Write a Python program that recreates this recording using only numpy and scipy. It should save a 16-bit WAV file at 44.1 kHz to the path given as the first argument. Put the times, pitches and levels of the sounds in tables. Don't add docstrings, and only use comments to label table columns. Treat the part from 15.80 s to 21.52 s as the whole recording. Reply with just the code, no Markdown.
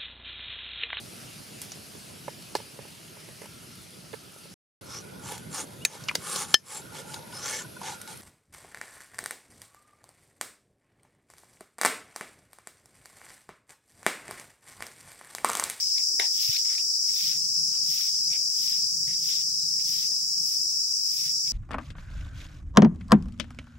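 import sys
import numpy as np
from scipy import signal
from scipy.fft import rfft, irfft
from scipy.io import wavfile
from scipy.ndimage import uniform_filter1d

SR = 44100
rng = np.random.default_rng(int(sys.argv[2]) if len(sys.argv) > 2 else 0)


def file_out(sig):
    cols = np.atleast_2d(sig).T
    lim = np.clip(cols, -1, 1)
    pcm = np.round(lim * 32767).astype(np.int16)
    wavfile.write(sys.argv[1], SR, pcm)


N = 252244


def gain_of(db):
    return 10 ** (np.asarray(db) / 20)


def evened(x):
    return x / np.sqrt(np.mean(x ** 2) + 1e-20)


def smooth_noise(shape, size):
    return evened(uniform_filter1d(rng.standard_normal(shape), size=size))


def follow(points, t):
    return np.interp(t, *np.transpose(points))


def read(points, hz):
    f, value = np.transpose(points)
    return np.interp(np.log(hz + 1), np.log(f + 1), value)


def add(mix, s, sound):
    part = mix[..., round(s * SR):][..., :sound.shape[-1]]
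    part += sound[..., :part.shape[-1]]


def colour(x, points):
    gain = gain_of(read(points, np.fft.rfftfreq(x.shape[-1], 1 / SR)))
    return irfft(rfft(x) * gain, x.shape[-1])


def resonate(x, hz, width):
    turn = np.exp(2j * np.pi * np.cumsum(hz * np.ones(x.shape[-1])) / SR)
    r = np.exp(-np.pi * width / SR)
    return 2 * (turn * signal.lfilter([1 - r], [1, -r], x / turn)).real


def flicker(length, depth_db):
    return gain_of(depth_db * smooth_noise(length, 500))


def ragged(x, depth_db):
    z = signal.stft(x, nperseg=256, noverlap=192)[2]
    patches = uniform_filter1d(rng.standard_normal(z.shape[1:]), size=2, axis=0)
    patches = evened(uniform_filter1d(patches, size=14, axis=1))
    rough = signal.istft(z * gain_of(depth_db * patches), nperseg=256, noverlap=192)[1]
    return evened(rough[:, :x.shape[-1]])


LAG = 17


def grit(length, per_s, spread_db, same):
    hit = rng.random((length, 3)) < per_s / SR
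    size_db = spread_db * np.minimum(rng.exponential(1, (length, 3)), 5)
    size = gain_of(size_db) * rng.standard_normal((length, 3))
    shared, left, right = (hit * size).T
    same = np.clip(same, 0, 1)
    together = np.array([np.roll(shared, LAG), shared])
    return np.sqrt(same) * together + np.sqrt(1 - same) * np.array([left, right])


# (touch-down t/s, rise t/s, hold t/s, lift t/s, effort level/dB,
# sand scrape against fine hiss level/dB, scrape gained per unit of pressing level/dB,
# rolled pebbles level/dB, thrown grit level/dB); scrape and pebbles are given at zero pressing
STROKES = [(0, 0.0013, .002, 0.034, -38.5, -2, 2, -13, -13.5),
           (0.498, 0.12, 0.14, 0.047, -34, -0.5, 2.5, -14.5, -14),
           (1.255, 0.12, 0.13, 0.066, -36, -1, 2.5, -12.5, -21),
           (2.024, 0.1, 0.081, 0.094, -35.5, -3, 2, -14.5, -17.5),
           (2.706, 0.12, 0.1, 0.082, -38.5, -2, 2.5, -14.5, -18),
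           (3.362, 0.12, 0.037, .11, -39, 1.5, 3, -13.5, -27),
           (4.001, .09, .14, .05, -38.5, -2, 2, -14.5, -19),
           (4.602, 0.065, 0.073, 0.1, -40, -12.5, 2, -21, -29),
           (5.201, 0.16, 0.11, 0.045, -39, -2.5, 4.5, -13.5, -23)]
# (f/Hz, relative level/dB per Hz)
BRISTLE_HISS = [(3000, -27), (6000, -33), (9400, -2.5), (12000, 3.5), (15000, 1.5), (16500, 1)]
SAND_SCRAPE = [(1200, -63), (1900, -6), (2450, -5), (3500, 5.5), (5000, 6), (9000, -39)]
PEBBLES = [(500, -19), (950, -12.5), (1300, 2.5), (1900, 3.5), (2600, 11), (4000, -37)]
# (t/s, tilt at the band edge level/dB)
FACING = [(0, 6), (3, 4), (5.7, -4)]
EDGE_HZ = 15790
TOUCH_DB, SAG_DB, LIFT_DB = -16.5, -3, -8.5
LEAVE_S, LEAVE_DB = 0.06, -25
SETTLE_S, SETTLE_DB = .22, -12
CUT_S, CUT_DB = 0.014, -18
ROLL_DB = 5


def stroke(s, rise, hold, lift, effort_db, weight_db, press_db, pebbles_db, thrown_db):
    marks = np.cumsum([0, rise, hold, lift, LEAVE_S])
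    t = np.arange(0, marks[3] + SETTLE_S, 1 / SR)
    n = len(t)
    pressed = np.interp(t, marks[:4], [-1.9, -1.44, 0.47, 0.091])
    left_db = SAG_DB + LIFT_DB + LEAVE_DB
    levels = [TOUCH_DB, 0, SAG_DB, SAG_DB + LIFT_DB, left_db, 2 * left_db]
    level_db = np.interp(t, [*marks, marks[4] + LEAVE_S], levels)

    hiss = ragged(colour(grit(n, 20000, spread_db=-1.5, same=0.034), BRISTLE_HISS), 3.1)
    hiss = evened(colour(hiss, [(11500, 0), (EDGE_HZ, follow(FACING, s))]))
    scrape = ragged(colour(grit(n, 5000, spread_db=2.1, same=0.37), SAND_SCRAPE), 2.2) * flicker(n, .9)
    pebbles = ragged(colour(grit(n, 1500, spread_db=1.0, same=0.24), PEBBLES), 3.5)
    ground = gain_of(weight_db + press_db * pressed) * scrape
    ground += gain_of(pebbles_db + ROLL_DB * pressed) * pebbles
    ground *= gain_of(np.interp(t, [marks[3], marks[3] + CUT_S], [0, CUT_DB]))

    patter = ragged(colour(grit(n, 1200, spread_db=2.4, same=0.3), SAND_SCRAPE), 4)
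    patter = (patter + .8 * hiss) * flicker(n, 1.5)
    patter_db = thrown_db + np.interp(t, [marks[2], marks[3], t[-1]], [-30, 0, SETTLE_DB])
    edges = np.minimum(np.minimum(t / 0.0032, (t[-1] - t) / .04), 1)
    sweep = gain_of(level_db) * (hiss + ground) + gain_of(patter_db) * patter
    return s, gain_of(effort_db) * sweep * edges


# (loudest t/s, rise t/s, fall t/s, crunch level/dB,
# hollow under the sole f/Hz, low drag f/Hz, low drag against crunch level/dB)
SCUFFS = [(0.195, 0.04, 0.09, -48.5, 2260, 870, -11), (.405, 0.0058, 0.11, -32, 1820, 790, -6.5),
          (0.921, 0.092, 0.16, -46, 2080, 1290, -9), (0.99, 0.0033, 0.068, -45, 2690, 1000, -11.5),
          (1.3, .04, 0.073, -52.5, 2100, 1300, -14), (1.35, 0.032, 0.086, -67.5, 2200, 560, 4),
          (1.95, 0.038, 0.086, -52, 3080, 1170, -5.5), (2.54, 0.039, 0.11, -43, 2330, 694, -16),
          (3.288, 0.03, 0.14, -49.5, 2140, 900, -30), (4.003, 0.014, 0.057, -49.5, 2540, 910, -23),
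          (4.326, 0.025, 0.065, -66, 2370, 800, 6.5), (5.679, 0.041, 0.1, -50, 2350, 900, -20)]
# (f/Hz, relative level/dB per Hz)
GRAVEL = [(1000, -62), (1500, 2.5), (3000, 9.5), (3800, 9.5), (5000, -20.5), (12000, -6.5)]
SET_DB, SLIDE_DB = -14, -34


def scuff(s, rise, fall, top_db, hollow_hz, drag_hz, drag_db):
    t = np.arange(-rise, fall, 1 / SR)
    n = len(t)
    shape_db = np.where(t < 0, SET_DB * abs(t / rise) ** 1.4, SLIDE_DB * abs(t / fall) ** 1.34)
    grains = grit(n, 3500, spread_db=1.0, same=0.19)
    hollow = evened(resonate(resonate(grains, hollow_hz, 720), hollow_hz, 800))
    crunch = ragged(hollow + 1.8 * evened(colour(grains, GRAVEL)), 2.0) * flicker(n, 0.82)
    drag = evened(resonate(resonate(grains, drag_hz, 580), drag_hz, 580)) * flicker(n, 0.14)
    sound = crunch + gain_of(drag_db) * drag
    return s - rise, gain_of(top_db + shape_db) * sound * signal.windows.tukey(n, .15)


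# (crackle start t/s, peak level/dB, size as a factor on the modes,
# brightness level/dB per octave)
SNAPS = [(.035, -38, 1.1, 8), (.161, -43, .95, 3), (.1792, -25, 1.1, 9), (.396, -10, 1., 0),
         (.4085, -23, .95, 0), (.4165, -24, 1., 0), (.456, -35, .9, 4), (.7618, -19, 1.2, 8),
         (.7644, -23, 1.1, 18), (.851, -38, 1.05, 5), (.9495, -33, 1., 4), (.98, -23, 1.2, 5),
         (1.291, -39, 1., 8), (1.392, -36, 1.25, 6), (1.972, -39, 1.2, 8), (2.502, -35, 1.1, 8),
         (2.528, -36, 1.1, 8), (3.275, -39, .95, 3), (3.289, -38, 1.02, 8), (3.308, -37, .98, 3),
         (3.329, -37, 1.05, 16), (3.341, -35, 1., 14), (3.994, -39, 1.05, 8), (4.316, -48, .9, -2),
         (5.675, -37, 1.05, 8)]
# (f/Hz at size 1, level/dB before the brightness tilt, 60 dB decay t/s)
TWIG = [(440, 9, .022), (740, 16, .016), (1650, 18, .009), (2060, 29, .01), (2600, 20, .008),
        (3200, 23, .008), (3800, 25, .009), (10850, 22, .005), (13500, 18, .004)]
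TWIG_LAG, TEAR_S = 22, .0008
BOUNCE = 118
LEAD = 500


def snap(db, size, bright_db):
    t = np.arange(-LEAD, 2000) / SR
    cracks = signal.windows.tukey(260, .4) * np.exp(-np.arange(260) / 200)
    shared, left, right = rng.standard_normal((3, 260)) * cracks
    shared[[60, 60 + BOUNCE]] += 34, 11
    ring = np.zeros(len(t))
    for hz, mode_db, t60 in TWIG:
        ring += gain_of(mode_db - 60 * t / t60) * np.sin(2 * np.pi * hz * size * t)
    ring *= np.clip(t / TEAR_S, 0, 1)
    ring = colour(ring, [(220, -30 - 4 * bright_db), (400, -3 * bright_db), (1000, -1.6 * bright_db),
                         (1300, -8 - 1.3 * bright_db), (1650, -bright_db), (3000, 0),
                         (4300, .6 * bright_db), (9000, 0)])
    left = np.convolve(shared + left, ring)
    right = gain_of(-.3 * bright_db) * np.convolve(shared + .8 * right, ring)
    pair = np.array([np.pad(left, (TWIG_LAG, 0)), np.pad(right, (0, TWIG_LAG))])
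    return gain_of(db) * pair / abs(pair).max()


# (f/Hz, relative level/dB per Hz)
CICADAS = [(2120, -51.5), (3600, -48.5), (4230, -29.5), (4860, -5), (5110, 1), (5680, -1.5), (6510, -16),
           (7760, -16.5), (9350, -29.5), (11800, -29), (13200, -34.5), (15100, -33), (16000, -21)]


def cicadas(count=8, each=4):
    out, fade = np.zeros((2, N)), np.exp(-np.arange(6000) / 1500)
    for _ in range(count):
        drift = 1 + .0018 * smooth_noise((each, N // 64 + 1), 300)
        rates = rng.uniform(90, 260, (each, 1)) * np.repeat(drift, repeats=64, axis=1)[:, :N]
        turns = np.cumsum(rates, axis=1) / SR + rng.random((each, 1))
        clicks = (np.diff(np.floor(turns), axis=1, prepend=0) > 0).sum(axis=0)
        shared, left, right = rng.standard_normal((3, len(fade))) * fade
        scatter = .5 * shared + np.array([left, right])
        out += signal.oaconvolve(clicks[None] - clicks.mean(), scatter)[:, :N]
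    return evened(colour(out, CICADAS))


# (f/Hz, width of the first of two passes f/Hz, level/dB)
SINGERS = [(4890, 76, 6), (5143, 98, 5), (5900, 22, -22), (5660, 53, 5.5), (6760, 16, -6), (7160, 35, -4.5),
           (7070, 30, -23), (8160, 21, -34), (8640, 200, -9)]


def singers():
    out = np.zeros((2, N))
    for hz, width, db in SINGERS:
        band = resonate(resonate(rng.standard_normal((2, N)), hz, width), hz, 2 * width)
        out += gain_of(db) * evened(band)
    return evened(out)


# (f/Hz, left-right likeness)
ALIKE = [(100, 0.12), (300, 0.92), (800, 0.024), (2400, 0.064), (5000, 0.021), (9000, 0.028), (15000, 0.04)]


def field(points, patchy_db):
    frames, hz = N // 256 + 5, np.fft.rfftfreq(1024, 1 / SR)
    a, b, c, d, patches = rng.standard_normal((frames, 513, 5)).T
    patches = evened(uniform_filter1d(uniform_filter1d(patches, size=5, axis=0), size=12, axis=1))
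    same = np.clip(read(ALIKE, hz), -1, 1)[:, None]
    left = a + 1j * b
    z = np.array([left, same * left + np.sqrt(1 - same ** 2) * (c + 1j * d)])
    z *= gain_of(read(points, hz)[:, None] + patchy_db * patches)
    return evened(signal.istft(z, nperseg=1024, noverlap=768)[1][:, :N])


# (t/s, level/dB)
CHORUS = [(0, -24.5), (3.5, -25), (5.72, -25.5)]


def chorus():
    parts = 0.72 * cicadas() + 0.33 * singers() + 0.42 * field(CICADAS, patchy_db=5.0)
    return gain_of(follow(CHORUS, np.arange(N) / SR)) * parts


# (middle t/s, f/Hz, peak level/dB)
BUMPS = [(.392, 70, -48), (.697, 125, -27.5)]


def bump(hz, db):
    t = np.arange(-1000, 1000) / SR
    return -gain_of(db) * np.cos(2 * np.pi * hz * t) * np.exp(-(t * hz / 0.8) ** 2)


# (t/s, level/dB)
ENGINE = [(0, -91), (1.3, -75), (1.45, -52.5), (1.62, -58.5), (1.75, -58), (2.05, -57), (2.3, -70.5),
          (2.5, -56), (2.75, -70), (2.9, -56.5), (3.52, -56.5), (3.65, -60), (4.13, -54.5), (4.41, -65.5),
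          (4.58, -59.5), (5.0, -64.5), (5.35, -63.5), (5.45, -53), (5.64, -65), (5.72, -54)]
# (t/s, f/Hz)
EXHAUST = [(0, 159.4), (4.6, 155), (5.1, 146), (5.72, 145)]
FIRINGS_PER_S, BODY_HZ, EXHAUST_WIDTH = 27.1, 100, 30


def engine():
    t = np.arange(N) / SR
    level_db, pipe_hz = follow(ENGINE, t), follow(EXHAUST, t)
    lumps = evened(uniform_filter1d(uniform_filter1d(rng.standard_normal(N), size=2500), size=2500))
    turns = np.cumsum(FIRINGS_PER_S * (1 + 0.0084 * smooth_noise(N, 8000))) / SR
    strength = gain_of(3.6 * np.clip(rng.standard_normal(N), -2, 1.2))
    firings = (np.diff(np.floor(turns), prepend=0) > 0) * strength
    pipe = resonate(firings, pipe_hz, EXHAUST_WIDTH)
    pipe = evened(resonate(pipe[::-1], pipe_hz[::-1], 36)[::-1])
    rumble = evened(resonate(resonate(rng.standard_normal(N), pipe_hz, 55), pipe_hz, 59))
    body = evened(resonate(resonate(firings, BODY_HZ, 70), BODY_HZ, 72))
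    return gain_of(level_db + 2.4 * lumps) * evened(pipe + 1.03 * rumble + 0.36 * body)


# (t/s, length t/s, first f/Hz, last f/Hz, level/dB)
HOOTS = [(0.277, 0.12, 334.5, 350, -58.5), (1.036, 0.073, 347, 341, -72), (3.326, 0.078, 362, 327, -67),
         (4.55, 0.26, 510, 470, -71.5), (4.816, 0.097, 322, 339, -60), (5.169, 0.06, 321, 321, -67)]


def hoot(length, first_hz, last_hz, db):
    hz = np.linspace(first_hz, last_hz, round(length * SR))
    husk = evened(resonate(resonate(rng.standard_normal(len(hz)), hz, 37), hz, 60))
    tone = np.sqrt(2) * np.sin(2 * np.pi * np.cumsum(hz) / SR)
    return gain_of(db) * (0.91 * tone + 0.51 * husk) * signal.windows.tukey(len(hz), .6)


# (f/Hz, relative level/dB per Hz)
YARD = [(18, -50), (40, -57), (85, -11.5), (200, -12.5), (290, -18.5), (340, -15.5), (420, -24.5),
        (850, -29.5), (1300, -37), (2100, -20), (3200, -33.5), (4200, -1), (6000, -78)]
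# (t/s, level/dB)
YARD_DB = [(0, -54), (3, -56), (5.72, -57)]


def yard():
    return gain_of(follow(YARD_DB, np.arange(N) / SR)) * field(YARD, patchy_db=5.0)


def scene():
    mix = chorus() + yard() + engine()
    for row in STROKES:
        add(mix, *stroke(*row))
    for row in SCUFFS:
        add(mix, *scuff(*row))
    for s, *crack in SNAPS:
        add(mix, s - LEAD / SR, snap(*crack))
    for s, hz, db in BUMPS:
        add(mix[1], s - 1000 / SR, bump(hz, db))
    for s, *call in HOOTS:
        add(mix, s, hoot(*call))
    return mix


# (f/Hz, left over right level/dB)
PORTS = [(40, -11), (160, 4), (900, -1), (2400, 2), (3600, 6), (5300, 4.5), (6500, -5.5), (8300, -4.5),
         (10000, 5.5), (13000, 6.5), (15000, 8.5)]


def record(dry):
    lean = gain_of(read(PORTS, np.fft.rfftfreq(N, 1 / SR)) / 2)
    ports = irfft(rfft(dry) * np.array([lean, 1 / lean]), N)
    band_limit = signal.firwin(1501, EDGE_HZ, window=("kaiser", 9), fs=SR)
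    return signal.oaconvolve(ports, band_limit[None], "same")


dry = scene()
out = record(dry)
file_out(out)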